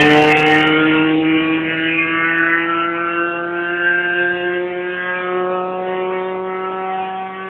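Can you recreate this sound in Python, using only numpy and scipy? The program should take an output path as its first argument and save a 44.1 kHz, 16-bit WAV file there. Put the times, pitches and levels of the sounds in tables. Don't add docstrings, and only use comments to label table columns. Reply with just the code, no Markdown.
import sys
import numpy as np
from scipy import signal
from scipy.io import wavfile
from scipy.ndimage import uniform_filter1d, minimum_filter1d

SR = 44100
rng = np.random.default_rng(int(sys.argv[2]) if len(sys.argv) > 2 else 0)


def invert_db(level):
    return 10 ** (np.asarray(level, dtype=float) / 20)


def bounce(signal):
    frames = np.transpose(np.atleast_2d(signal))
    limited = np.clip(frames, -1, 1)
    pcm = np.round(limited * 32767).astype(np.int16)
    wavfile.write(sys.argv[1], SR, pcm)


N = 330309
TOP_HZ = 4050
HOP = 128

# t/s, f/Hz
FIRING = [(0.0, 149.6), (0.5, 153.7), (0.75, 155.6), (1.0, 156.9), (1.75, 161.6), (2.5, 166.5),
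          (4.0, 175.2), (4.25, 176.3), (5.0, 180.2), (5.75, 184.1), (6.5, 187.0), (7.0, 188.7),
          (7.49, 189.9)]


def engine():
    # t/s, level/dB
    exhaust = [(0, -14), (.25, -19), (1.2, -14.5), (1.5, -17.5), (1.9, -22.5), (2.4, -22.5), (3.05, -26.5),
               (3.4, -23.5), (4.0, -26.5), (4.5, -20.5), (4.8, -23.5), (5.12, -32), (5.37, -19),
               (5.75, -28.5), (6.0, -21.5), (6.8, -26), (7.25, -36.5), (7.49, -31)]
    # centre t/s, length/s, order, level/dB
    swells = [(0.112, 0.2, 2, 3.5), (0.252, .12, 1, -3.5), (2.913, 1.6, 1, -3.5), (0.622, 0.068, 3, -8),
              (0.878, .1, 3, -2), (2.305, 2.23, 3, -12), (3.35, .25, 3, 4), (3.618, 0.27, 3, -6.5),
              (4.036, .25, 3, -7.5), (4.3, 0.35, 3, 4), (5.0, 0.24, 3, -5.5), (5.516, 0.094, 3, 6.5),
              (5.617, 0.075, 3, -0.5), (5.8, 0.25, 3, 2.5), (6.63, 0.27, 3, -6.5), (7.254, 0.62, 3, -19.5),
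              (3.75, 0.2, 2, 3), (4.636, 0.11, 2, -0.5)]
    # f/Hz, level/dB
    rasp_colour = [(400, -12), (700, 4.5), (1200, 0), (2000, 2.5), (2800, -3), (3200, -9.5), (3600, -24),
                   (4000, -37.5)]
    # f/Hz, ratio
    fade = [(150, .06), (330, .2), (600, .4), (1000, .75), (1500, .9), (3500, 1.2)]
    # f/Hz, level/dB
    uneven = [(150, -26), (600, -20), (1500, -12), (3000, -7), (3600, -2)]
    step, orders_heard, low_orders = 32, 25, 3

    points = N // step + 2
    steps = SR / step
    s = np.arange(points) * step / SR
    rate = np.interp(s, *np.transpose(FIRING))
    order = np.arange(1, orders_heard + 1)[:, None]
    hz = order * rate
    near = 1 / (1 + (s / 2.3) ** 4)

    first_db = distant_db(s, start_db=-22, share=0.91, bend_db=7)
    second_db = np.interp(s, *np.transpose(exhaust))
    third_db = distant_db(s, start_db=-11.5, share=1.035, bend_db=4.8)
    low_db = np.array([first_db, second_db, third_db])
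    for mid, length, which, db in swells:
        low_db[int(round(which)) - 1] += db * hump(s, mid, length)

    rasp_db = distant_db(s, start_db=-33.5, share=0.65, bend_db=1)
    rasp_db = rasp_db + colour(rasp_colour, hz) - 0.085 * s * (hz / 1000 - 5.0)
    rasp = invert_db(2 * rasp_db) * (hz < TOP_HZ)
    size = np.sqrt(rasp + glint_power(s, order))

    direct_share = rasp / (size ** 2 + 1e-12)
    scatter = colour(fade, hz) * np.maximum(direct_share, .22 + .22 * near)
    fading = walk(orders_heard, points, steps / 17.3) + 1j * walk(orders_heard, points, steps / 39.0)
    waver = (1 + scatter * fading) * np.sqrt(2 / (1 + 2 * scatter ** 2))
    size[:low_orders] = invert_db(low_db)

    path_drift = uniform_filter1d(walk(orders_heard, points, steps / 2), size=3, axis=0)
    slide = (hz / 1100) ** 1.2 * path_drift
    slide = slide + .07 * order * walk(1, points, steps / 14)
    leaves = walk(orders_heard, points, steps / 12)
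    slide = slide + (.45 + .25 * near) * (hz / 2000) ** 2 * leaves
    slide = slide + np.interp(s, [1.5, 3, 6], [np.pi, np.pi / 4, np.pi / 2])
    pipe_end = np.interp(s, [1, 2.5], [np.pi, np.pi / 2]) * (order > low_orders)
    phase = np.exp(1j * (slide + pipe_end))

    blur = walk(orders_heard, points, steps / 150.) + 1j * walk(orders_heard, points, steps / 150.)
    blur = np.sqrt(3) * uniform_filter1d(blur.real, size=3, axis=0) + 1j * blur.imag
    blur = invert_db(colour(uneven, hz) + 3.1 * near) * blur
    arrival = size * phase * (waver + blur)

    t = np.arange(N) / SR
    turn = np.exp(2j * np.pi * np.cumsum(np.interp(t, s, rate)) / SR)
    sound, carrier = np.zeros(N), np.ones(N, complex)
    for row in arrival:
        carrier = carrier * turn
        sound += np.interp(t, s, row.real) * carrier.real
        sound -= np.interp(t, s, row.imag) * carrier.imag
    return sound


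def glint_power(s, order):
    # centre t/s, length/s, order, width/orders, level/dB
    faces = [(0, .36, 20.4, 1.3, -26), (.205, .17, 4.2, 3.1, -21.5), (.312, 0.89, 12.4, 4.6, -30.5),
             (.33, 0.58, 17.6, 2.0, -25.5), (.423, 0.23, 13.4, 1.3, -25), (.608, 0.35, 19, 1.5, -29),
             (.753, 1.4, 18, 1.8, -36), (.78, .44, 9, 1.0, -21.5), (.95, 0.15, 16.8, 4, -28.5),
             (1.03, 0.23, 5.5, 3, -40.5), (1.39, 0.074, 17.8, 2, -32), (1.793, 0.23, 10.3, 2.1, -26),
             (1.782, 1.6, 14.6, 5.4, -36.5), (2.385, 0.52, 9.4, 3.7, -24.5), (2.59, 0.24, 11.3, 1.5, -23.5),
             (2.8, 0.13, 15, 4, -36), (3.425, 1.33, 8.7, 1.5, -26), (4.065, 0.77, 15.6, 1.4, -34.5),
             (4.625, 0.34, 12, 2.1, -40), (5.142, 0.57, 8.6, 3.6, -36.5), (5.4, 0.57, 6.7, 1.2, -26),
             (6.332, 1.63, 3.6, 5.3, -33), (6.4, 0.52, 9.8, 3, -42.5), (7.5, 0.22, 8.4, 1.3, -37.5)]
    # centre t/s, length/s, order, level/dB
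    glints = [(.04, .12, 11.8, -21), (0.24, 0.5, 17.5, -26), (0.321, 0.68, 5.1, -18.5),
              (0.351, .83, 14, -27), (0.614, 0.26, 12, -24), (0.712, .15, 14.4, -19),
              (5.06, .14, 11, -32.5), (1.452, 0.32, 15, -29.5), (1.46, .28, 7, -32),
              (1.723, .107, 12.6, -21), (1.737, 0.24, 17.7, -29.5), (1.981, 0.23, 15.3, -22),
              (2.12, .26, 7, -26), (2.091, 0.12, 10.3, -20.5), (2.129, 0.38, 13.1, -24),
              (2.376, 0.15, 11.3, -17.5), (2.38, 0.28, 9, -21), (2.795, 0.19, 8.1, -20),
              (3.015, .53, 7.8, -22.5), (3.257, 0.26, 16.1, -26), (3.834, 1.8, 3.8, -32.5),
              (3.89, 0.17, 9.1, -18), (4.052, 0.57, 9.3, -16), (4.507, 0.17, 9, -22), (5.024, 0.37, 9, -25),
              (5.175, 0.073, 12.7, -30), (5.646, 0.67, 3.6, -23.5), (6.7, 0.42, 7, -30),
              (7.04, 0.45, 3.7, -20.5), (7.39, 0.32, 5.9, -31.5)]
    sharp = 0.74
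    rows = faces + [(mid, length, centre, sharp, db) for mid, length, centre, db in glints]
    return sum(invert_db(2 * db) * hump(s, mid, length, order=4) * hump(order, centre, width)
               for mid, length, centre, width, db in rows)


def roar():
    # f/Hz, start level/dB per Hz, share of spreading loss, gain in the bend/dB
    distance_law = [(90, -50.5, 1.014, -2), (463, -46.5, 1.254, 14), (1210, -52, 0.97, 5.5),
                    (2410, -44.5, 1.365, -0.5)]
    # f/Hz, level/dB
    edge = [(20, -29.5), (60, -2.5), (100, 6), (2700, 3), (3100, -5.5), (3500, -11), (4000, -28)]
    # centre t/s, length/s, level/dB
    puffs = [
        (0.973, 0.059, 1.5),
        (4.236, 0.061, 5),
        (5.21, 0.069, 4.5),
        (5.945, .05, 2.5),
        (6.129, 0.035, 5),
        (6.356, .03, 6),
        (6.721, .04, 5.5),
        (7.029, 0.054, 6.5),
    ]
    halo_db = -50.5

    hz, s, noise = signal.stft(rng.standard_normal(N), SR, nperseg=8 * HOP, noverlap=7 * HOP)
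    hz = np.maximum(hz, 1)
    centres, *law = np.transpose(distance_law)
    settings = [np.interp(np.log(hz), np.log(centres), column)[:, None] for column in law]
    db = distant_db(s, *settings)

    heard = hz < TOP_HZ
    order = hz[heard, None] / np.interp(s, *np.transpose(FIRING))
    halo = glint_power(s, order) * invert_db(2 * halo_db)
    db[heard] = 10 * np.log10(invert_db(2 * db[heard]) + halo)

    patches = uniform_filter1d(walk(len(hz), len(s), SR / HOP / 8.2), size=9, axis=0) * 3
    db = db + colour(edge, hz)[:, None] - 7.0
    db = db + 1.6 * np.minimum(hz / 400, 1)[:, None] * patches
    db = db + sum(puff_db * hump(s, mid, length) for mid, length, puff_db in puffs)
    cells = noise * invert_db(db) * np.sqrt(SR / 2)
    return signal.istft(cells, SR, nperseg=8 * HOP, noverlap=7 * HOP)[1][:N]


def air(sound):
    # f/Hz, spread/dB
    gust = [(200, 0), (1000, .8), (2000, 2.1), (3600, 3.0)]
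    hz, s, cells = signal.stft(sound, SR, nperseg=4 * HOP, noverlap=3 * HOP)
    hz = np.maximum(hz, 1)[:, None]
    eddies = uniform_filter1d(walk(len(hz), len(s), SR / HOP / 16.), size=4, axis=0) * 2
    db = shadow_db(s, hz) + colour(gust, hz) * eddies
    return signal.istft(cells * invert_db(db), SR, nperseg=4 * HOP, noverlap=3 * HOP)[1][:N]


def shadow_db(s, hz):
    # centre t/s, length/s, f/Hz, width/Hz, level/dB
    shadows = [(0.889, 0.047, 1436, 504, -21), (1.19, 0.09, 1560, 1100, -12.5), (2.01, 0.75, 960, 397, -10),
               (1.3, 0.24, 1050, 440, -5.5), (3.42, 0.2, 1800, 600, -6.5), (9.9, 0.11, 1800, 600, -9.5),
               (5.645, .4, 2080, 600, -14.5), (6.398, 0.18, 1720, 500, -13), (7.307, 0.26, 2800, 498, -7),
               (2.48, 1.8, 3450, 730, -13), (3.4, 0.54, 2300, 590, -11), (5.7, 0.44, 3100, 420, -8),
               (6.45, 0.27, 3200, 1400, -6.5), (4.36, 0.42, 3470, 630, 9), (5.02, 0.56, 3100, 900, 6.5),
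               (7.05, 0.19, 2900, 680, 7), (6.27, .15, 3600, 250, 21), (3.6, 0.66, 970, 230, -6),
               (4.35, .35, 60, 160, 6.5), (3.4, 1.3, 70, 120, -5), (1.99, 0.19, 2800, 460, 3.5),
               (3.3, 0.69, 1190, 110, 10.5), (2.8, .2, 860, 100, 8), (3.05, .35, 2200, 200, 5.5)]
    return sum(db * hump(s, mid, length) * hump(hz, centre_hz, width)
               for mid, length, centre_hz, width, db in shadows)


def distant_db(s, start_db, share, bend_db):
    doubling_s = 0.58
    bend_s, rise_s, fade_s = 5.27, 0.089, 3.7
    bend = np.exp(-np.maximum(s - bend_s, 0) / fade_s) / (1 + np.exp(-(s - bend_s) / rise_s))
    return start_db - share * 20 * np.log10(1 + s / doubling_s) + bend_db * bend


def colour(table, hz):
    points = np.array(table, float)
    return np.interp(np.log(hz), np.log(points[:, 0]), points[:, 1])


def walk(rows, length, hold):
    size = max(int(hold), 1)
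    x = uniform_filter1d(uniform_filter1d(rng.standard_normal((rows, length)), size), size)
    return x / x.std()


def hump(x, centre, width, order=2):
    return np.exp(-(2 * (x - centre) / width) ** order)


def scene():
    return air(engine() + roar())[None]


def low_pass(x):
    return signal.sosfilt(signal.butter(12, 15830, fs=SR, output="sos"), x)


def record(dry):
    # start t/s, end t/s, share shaved off
    bite = [
        (-.02, 0.33, 0.28),
        (.366, .437, 0.21),
        (.456, .638, .2),
        (.663, .69, 0.13),
    ]
    # t/s, level/dB
    late_tips = [
        (.349, -36),
        (.7, -38),
        (0.9439, -41),
        (2.385, -35.5),
        (7.488, -44.5),
    ]
    overload, mirror_hz, edge_s = .72, 10620, 0.0022
    t = np.arange(N) / SR
    narrow = signal.sosfilt(signal.ellip(10, .2, 90, TOP_HZ, fs=SR, output="sos"), dry)

    peak = uniform_filter1d(-minimum_filter1d(-abs(narrow), size=500), size=250) + 1e-9
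    shaved = sum(share * np.clip(np.minimum(t - start, end - t) / edge_s, 0, 1)
                 for start, end, share in bite)
    shaved = shaved * (1 + 0.2 * walk(1, N, SR / 90))
    limit = peak * (1 - np.clip(shaved, 0, .5))
    flat = np.clip(narrow, -limit, limit) * np.minimum(1, overload / limit)

    mirror = np.gradient(narrow, axis=1) * np.cos(2 * np.pi * mirror_hz * t)
    flat = flat + invert_db(-56) * mirror
    flat = flat + invert_db(-99) * rng.standard_normal(N)
    flat = flat * np.minimum(1, (t[-1] - t) / .004)
    for s, db in late_tips:
        flat[:, int(s * SR) + np.arange(3)] -= invert_db(db + 6.5) * np.hanning(5)[1:-1]
    return low_pass(flat)


dry = scene()
out = record(dry)
bounce(out)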